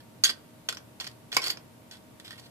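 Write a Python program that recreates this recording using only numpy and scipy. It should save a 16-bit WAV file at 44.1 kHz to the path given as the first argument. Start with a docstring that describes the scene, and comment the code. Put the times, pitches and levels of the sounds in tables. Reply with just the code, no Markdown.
"""Over a soft, steady room hum, sharp little clicks and short scrapes come from a plastic tub.
Steel tweezers pick at small metal terminals in the tub, which stands on a workbench.
Each contact is a burst of noise that cracks and rings the metal, the tub and the tweezer tips.
Scrapes are made of many tiny random slips. The tub walls, bench and small room scatter the sound.
A close stereo microphone hears it all; fading sine waves make the rings and noise makes the air."""
import sys
import numpy as np
from scipy import signal
from scipy.fft import rfft, irfft
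from scipy.io import wavfile
from scipy.ndimage import uniform_filter1d

SR = 44100
rng = np.random.default_rng(int(sys.argv[2]) if len(sys.argv) > 2 else 0)


def put_to_file(sound):
    """Save the sound as 16-bit audio at rate SR, in the file named by the first command-line argument."""
    columns = np.atleast_2d(sound).T  # one column per channel
    safe = np.clip(columns, -1, 1)
    whole_steps = np.round(safe * 32767)
    wavfile.write(sys.argv[1], SR, whole_steps.astype(np.int16))


N = 110250  # samples in the scene
RING_S = .14  # length of every ring [s]


def amp(db):
    """Turn decibels into a plain multiplier."""
    return 10 ** (np.asarray(db) / 20)


def unit(x):
    """Scale to an energy of one."""
    return x / np.sqrt(np.sum(x ** 2, axis=-1, keepdims=True))


def curve(points):
    """Join (frequency [Hz], value) points into one value for every frequency bin."""
    hz, value = np.array(points, float).T
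    bin_hz = np.arange(N // 2 + 1) * SR / N
    return np.interp(np.log(bin_hz + 1), np.log(hz), value)


def fade(t60):
    """Half a second of exponential decay that falls 60 dB in t60 seconds."""
    return np.exp(-np.log(1000) * np.arange(SR // 2) / SR / t60)


def filtered(x, order, hz, kind="low"):
    """Keep the frequencies below, above or between the given limits [Hz]."""
    return signal.sosfilt(signal.butter(order, hz, kind, fs=SR, output="sos"), x)


def walk(rate):
    """A smooth random curve, made by softening about `rate` random steps per second."""
    step = int(SR / rate)
    held = np.repeat(rng.standard_normal(200), step)[:N]
    return uniform_filter1d(uniform_filter1d(held, step), step)


def even(burst):
    """Roughly keep the timing of a random burst but even out its colour."""
    n = burst.shape[-1]
    for _ in range(3):
        spectrum = rfft(burst, 2 * n)
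        burst = irfft(spectrum / (np.abs(spectrum) + 1e-9), 2 * n)[..., :n]
    return unit(burst)


def add(out, sound, start_s):
    """Mix a sound in at a time."""
    i = int(start_s * SR)
    out[:, i:i + sound.shape[1]] += sound[:, :N - i]


def room_air():
    """Soft air noise: the two sides share more of the sound at some frequencies than at others."""
    # colour of the air: (frequency [Hz], relative level per Hz [dB])
    colour = [(25, -15), (50, -12.5), (80, -2.5), (120, 6), (160, 2), (230, 3), (400, -4.5), (550, -3.5),
              (800, -8), (1600, -14.5), (3200, -17.5), (6000, -22.5), (10000, -21), (14500, -22.5)]
    # how alike left and right are: (frequency [Hz], correlation [-1 to 1])
    likeness = [(40, 0.57), (120, 0.82), (300, 0.46), (1000, 0), (3000, 0), (14000, 0.0048)]
    level_db = -55
    alike = curve(likeness)
    shares = np.sqrt([1 + alike, 1 - alike])
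    noise = rfft(rng.standard_normal((2, N)))
    mid, side = irfft(noise * amp(curve(colour)) * shares, N)
    return np.array([mid + side, mid - side]) / mid.std() * amp(level_db)


def fan_hum():
    """A fan hums in steady tones whose loudness and phase waver a little."""
    # hum tones: (frequency [Hz], level before the waver [dB], size of the random phase wobble [rad])
    tones = [(118.7, -64, 0.32), (237, -64, 1), (307.5, -65.5, 0.52), (627.6, -69, 0.8), (928, -71, .45),
             (1140, -79, .45)]
    waver_db = -0.75  # scales the random loudness curve
    t = np.arange(N) / SR
    hum = np.zeros(N)
    for hz, db, wobble in tones:
        loudness = np.sqrt(2) * amp(db + waver_db * walk(7.9))
        hum += loudness * np.sin(2 * np.pi * hz * t + wobble * walk(12))
    return hum


def crack():
    """A hard contact makes a short click that starts at once and has its own colour."""
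    # colour of the crack: (frequency [Hz], relative level [dB])
    colour = [(100, -11), (300, -6.5), (800, -10.5), (1600, -3.5), (2400, -1), (2950, 6.5), (3600, 6),
              (4600, 5), (7000, -2.5), (9000, -3.5), (11500, -6), (14500, -9.5)]
    # Folding the cepstrum (spectrum of the log spectrum) puts the energy at the very start.
    cepstrum = irfft(np.log(amp(curve(colour))), N)
    cepstrum[1:N // 2] *= 2
    cepstrum[N // 2:] = 0
    return unit(irfft(np.exp(rfft(cepstrum)), N)[:SR // 100])


def ring(modes):
    """A struck body rings in fading tones (modes), a little different at every contact point."""
    scatter_db, detune = 1.5, .011  # random spread of mode level [dB] and of pitch [fraction]
    t = np.arange(int(RING_S * SR)) / SR
    hz, db, t60 = np.array(modes, float).T[:, :, None]
    size, shift = rng.standard_normal((2, len(modes), 1))
    tones = np.cos(2 * np.pi * hz * (1 + detune * shift) * t)
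    waves = unit(tones * np.exp(-np.log(1000) * t / t60))
    sign = (-1) ** np.arange(len(modes))[:, None]
    return unit(np.sum(sign * amp(db + scatter_db * size) * waves, axis=0))


def bodies(rings_db, click):
    """The crack comes with the ring of the metal parts, the plastic tub and the tweezer tips."""
    # modes of each body before random spread: (frequency [Hz], relative level [dB], 60 dB fade time [s])
    metal_modes = [(1546, -18, 0.041), (1872, -13.5, .035), (2790, -21.5, .033), (3307, 0.5, 0.011),
                   (3463, -12, 0.0378), (4350, -7, 0.0074), (4340, -17, .08), (4530, -1.5, .0088),
                   (4780, -13, 0.046), (5190, -20, 0.033), (5650, -18, 0.049), (8460, -21, .05)]
    tub_modes = [(311, -19, 0.0087), (446, -3.5, 0.03), (748, -6, 0.018), (1009, 0, 0.02),
                 (1500, 0.5, 0.0076), (1876, 1, 0.036), (2433, 5, 0.0047), (5280, 9, 0.0047)]
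    tip_modes = [(4534, 11.5, 0.013), (5174, -6.5, .012), (6080, -0.5, 0.0076), (6660, -12.5, 0.04),
                 (6880, -3.5, 0.012), (7350, -4.5, 0.053), (9940, -9.5, 0.011), (12070, -6, 0.066)]
    rings = amp(rings_db) @ np.array([ring(metal_modes), ring(tub_modes), ring(tip_modes)])
    return rings + np.pad(click, (0, len(rings) - len(click)))


def contact(force, body):
    """A force sounds the bodies; both sides hear it directly and scattered by tub walls and bench."""
    walls_db, walls_t60_s, walls_above_hz = 0, 0.017, 5250
    # The bench noise fades before evening, then again twice as slowly.
    bench_db, bench_fade_s, bench_delay_s = -5, 0.09, .002
    left_lag_s = .000136  # the direct sound reaches the left side later
    n = len(body)
    near, far = rng.standard_normal((2, 2, n))
    # The tub walls scatter the treble at once.
    walls = filtered(unit(near * fade(walls_t60_s)[:n]), 3, walls_above_hz, "high")
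    bench = even(far * fade(bench_fade_s)[:n])
    bench = unit(bench * fade(2 * bench_fade_s)[:n])
    late_bench = np.pad(bench, ((0, 0), (int(bench_delay_s * SR), 0)))[:, :n]
    paths = amp(walls_db) * walls + amp(bench_db) * late_bench
    paths[0, round(left_lag_s * SR)] += 1
    paths[1, 0] += 1
    struck = signal.fftconvolve(force, body)
    return signal.fftconvolve(struck[None], paths, axes=1)


def taps(click):
    """Each blow is a brief chatter of contacts; the struck spot favours one mode of its own."""
    # blows: (time [s], crack level [dB], then against the crack: metal ring [dB], tub knock [dB],
    # tip ring [dB]; chatter length [s], struck spot's mode [Hz], its level against the crack [dB])
    blows = [(.003, -32, 3, -3.5, -23, .005, 1716, -6.5), (0.2376, -4.5, 7.5, -3, 13.5, 0.0014, 4540, -1),
             (0.2422, -2.5, 4.5, -23, 9, 0.0012, 6630, 1), (0.2512, 4.5, 3, -18, -4, .002, 5300, -23),
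             (0.2569, -1.5, 6.5, -27, -2, 0.00054, 4500, -12),
             (0.2685, -3.5, -2.5, -21, -18, 0.00061, 3330, -3),
             (.2782, -17, 10, -22, -2, 0.00055, 4520, 9.5), (0.2933, -8, 3.5, -4.5, -8, 0.0011, 4750, 3),
             (.3, -8.5, 1, -6.5, -2, 0.0047, 4500, -12), (.6868, -6.5, 6.5, -2.5, 1.5, 0.0039, 3350, 3),
             (0.69, -5.5, -14, -5, -25.5, 0.0015, 1522, -10.5),
             (0.7258, -12.5, -4.5, -5.5, -11.5, .0006, 1414, -4.5),
             (.748, -26.5, -13, -18, -1, 0.00085, 5230, -1), (0.7705, -19, 5, 1, -2, 0.0004, 5970, 0.5),
             (0.9998, -16, 6.5, -2, 0, .0015, 4320, 1.5), (1.0056, -18, 1.5, -14.5, 5.5, 0.004, 3480, 2.5),
             (1.0112, -17.5, 1.5, 1, -16.5, 0.00062, 3336, 1),
             (1.043, -23.5, 0.5, 4.5, 4.5, 0.0044, 1900, -2.5), (1.067, -17.5, 4, 0, -14, 0.0033, 4500, -8),
             (1.074, -18, -16, -8, -5, 0.0014, 1890, -4), (1.114, -29.5, -4, -10.5, -18, .002, 4300, -6),
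             (1.317, -15, 5, -15, -5, 0.0054, 4540, -7), (1.3272, -14, 7, 1.5, 1, .0015, 4400, -1.5),
             (1.3465, -21, -0.5, -17.5, 7, 0.0013, 7600, -6), (1.3675, 4, -3.5, -2, -3, 0.00016, 1059, -2),
             (1.37, -7.5, -9.5, 6.5, -18, 0.00051, 2294, 9), (1.418, -18.5, -5, -16, 3.5, .003, 5530, 3.5),
             (1.431, -18, 5, 3, -2, .002, 5140, -10), (1.44, -16, -7, -4, 6, 0.0035, 4410, 10),
             (1.4635, -19, -10, 3, 7.5, 0.0021, 4800, -3), (1.4699, -13, -5, -2, 2.5, 0.0023, 5000, -10),
             (1.481, -14.5, -8, -3, 5.5, 0.0026, 4700, -6),
             (1.501, -19.5, 13, -1.5, -6, 0.0015, 4520, 13.5), (1.5036, -12.5, -0.5, -1, 7, .0025, 4490, 8),
             (1.572, -27, 4.5, 7.5, -11, 0.0011, 1910, -5.5),
             (1.911, -22.5, 6.5, -20.5, 2, .002, 4590, 3.5), (1.939, -31, -2, -9.5, -14, 0.0038, 3340, 7.5),
             (2.199, -19.5, -1.5, -13, -19, 0.00095, 1905, -9),
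             (2.279, -22.5, 1, -4.5, -23, 0.0035, 1900, -15),
             (2.307, -17, 1.5, -6, -22, 0.0012, 1830, -7.5),
             (2.3287, -25.5, 1, -16, -21, 0.0018, 1860, 1.5),
             (2.3962, -27.5, -15, -20, -4, 0.0062, 5770, -5)]
    chatter_fall_db, spot_t60_s = 13.5, 0.029
    out = np.zeros((2, N))
    t = np.arange(int(RING_S * SR)) / SR
    for start_s, db, metal, tub, tip, length_s, spot_hz, spot_db in blows:
        n = int(length_s * SR)
        chatter = rng.standard_normal(n) * amp(np.linspace(0, -chatter_fall_db, n))
        force = even(chatter)
        spot_wave = np.sin(2 * np.pi * spot_hz * t) * fade(spot_t60_s)[:len(t)]
        spot = amp(spot_db) * unit(spot_wave)
        body = bodies([metal, tub, tip], click) + spot
        add(out, amp(db) * contact(force, body), start_s)
    return out


def scrapes(click):
    """A dragged part sticks and lets go in irregular tiny slips."""
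    # strokes: (start [s], length [s], starting force level [dB], growth over the stroke [dB])
    strokes = [(0.262, 0.052, -39, 4.5), (0.996, 0.077, -46.5, -2.5), (1.327, 0.045, -39, -0.5),
               (1.408, 0.074, -41.5, 11), (1.491, 0.036, -34.5, -9), (1.915, 0.063, -48.5, -9),
               (2.241, 0.078, -43.5, -17), (2.31, 0.059, -48.5, -10.5), (2.377, 0.019, -47, -4),
               (2.414, 0.06, -61, 7)]
    # ring levels against the crack: metal, tub, tip [dB]
    rings_db = (0.5, -8, -15)
    slips_per_s, slip_range_db = 2000, 19
    out = np.zeros((2, N))
    for start_s, length_s, db, growth_db in strokes:
        along = np.linspace(0, 1, int(length_s * SR))
        chance, size = rng.random((2, len(along)))
        slips = (chance < slips_per_s / SR) * amp(slip_range_db * size)
        soft_ends = np.minimum(1, 10 * np.minimum(along, 1 - along))
        pressure = amp(db + growth_db * along) * soft_ends
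        force = pressure * slips / slips.std()
        add(out, contact(force, bodies(rings_db, click)), start_s)
    return out


def space(x):
    """Small parts give little bass; the room adds a tail; the left side is coloured differently."""
    # colour of the left against the right: (frequency [Hz], level [dB])
    left_colour = [(300, 5), (650, 2), (1800, -3.5), (4800, -2.5), (8000, 2), (14000, 0)]
    low_cut_hz = 287
    room_db, room_delay_s = -13.5, 0.01
    # Below the split the room rings longer and gets a boost.
    split_hz, bass_db, bass_t60_s, treble_t60_s = 555, 2.5, 0.6, 0.15
    x = filtered(x, 3, low_cut_hz, "high")
    noise = rng.standard_normal((2, SR // 2))
    low = filtered(noise, 2, split_hz)
    high = filtered(noise, 1, [split_hz, 13000], "band")
    tail = amp(bass_db) * low * fade(bass_t60_s) - high * fade(treble_t60_s)
    room = unit(tail * (np.arange(SR // 2) > room_delay_s * SR))
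    echo = signal.fftconvolve(x, room, axes=1)[:, :N]
    wet = x + amp(room_db) * echo
    # Half of the colour goes to the left, the opposite half to the right.
    sides = amp(np.outer([.5, -.5], curve(left_colour)))
    return irfft(rfft(wet) * sides, N)


def scene():
    """Air and fan hum under the taps and scrapes in their room."""
    click = crack()
    return room_air() + fan_hum() + space(taps(click) + scrapes(click))


def record(dry):
    """The recorder steeply cuts the top, above 14500 Hz."""
    return signal.sosfilt(signal.ellip(8, .2, 70, 14500, fs=SR, output="sos"), dry)


dry = scene()
out = record(dry)
put_to_file(out)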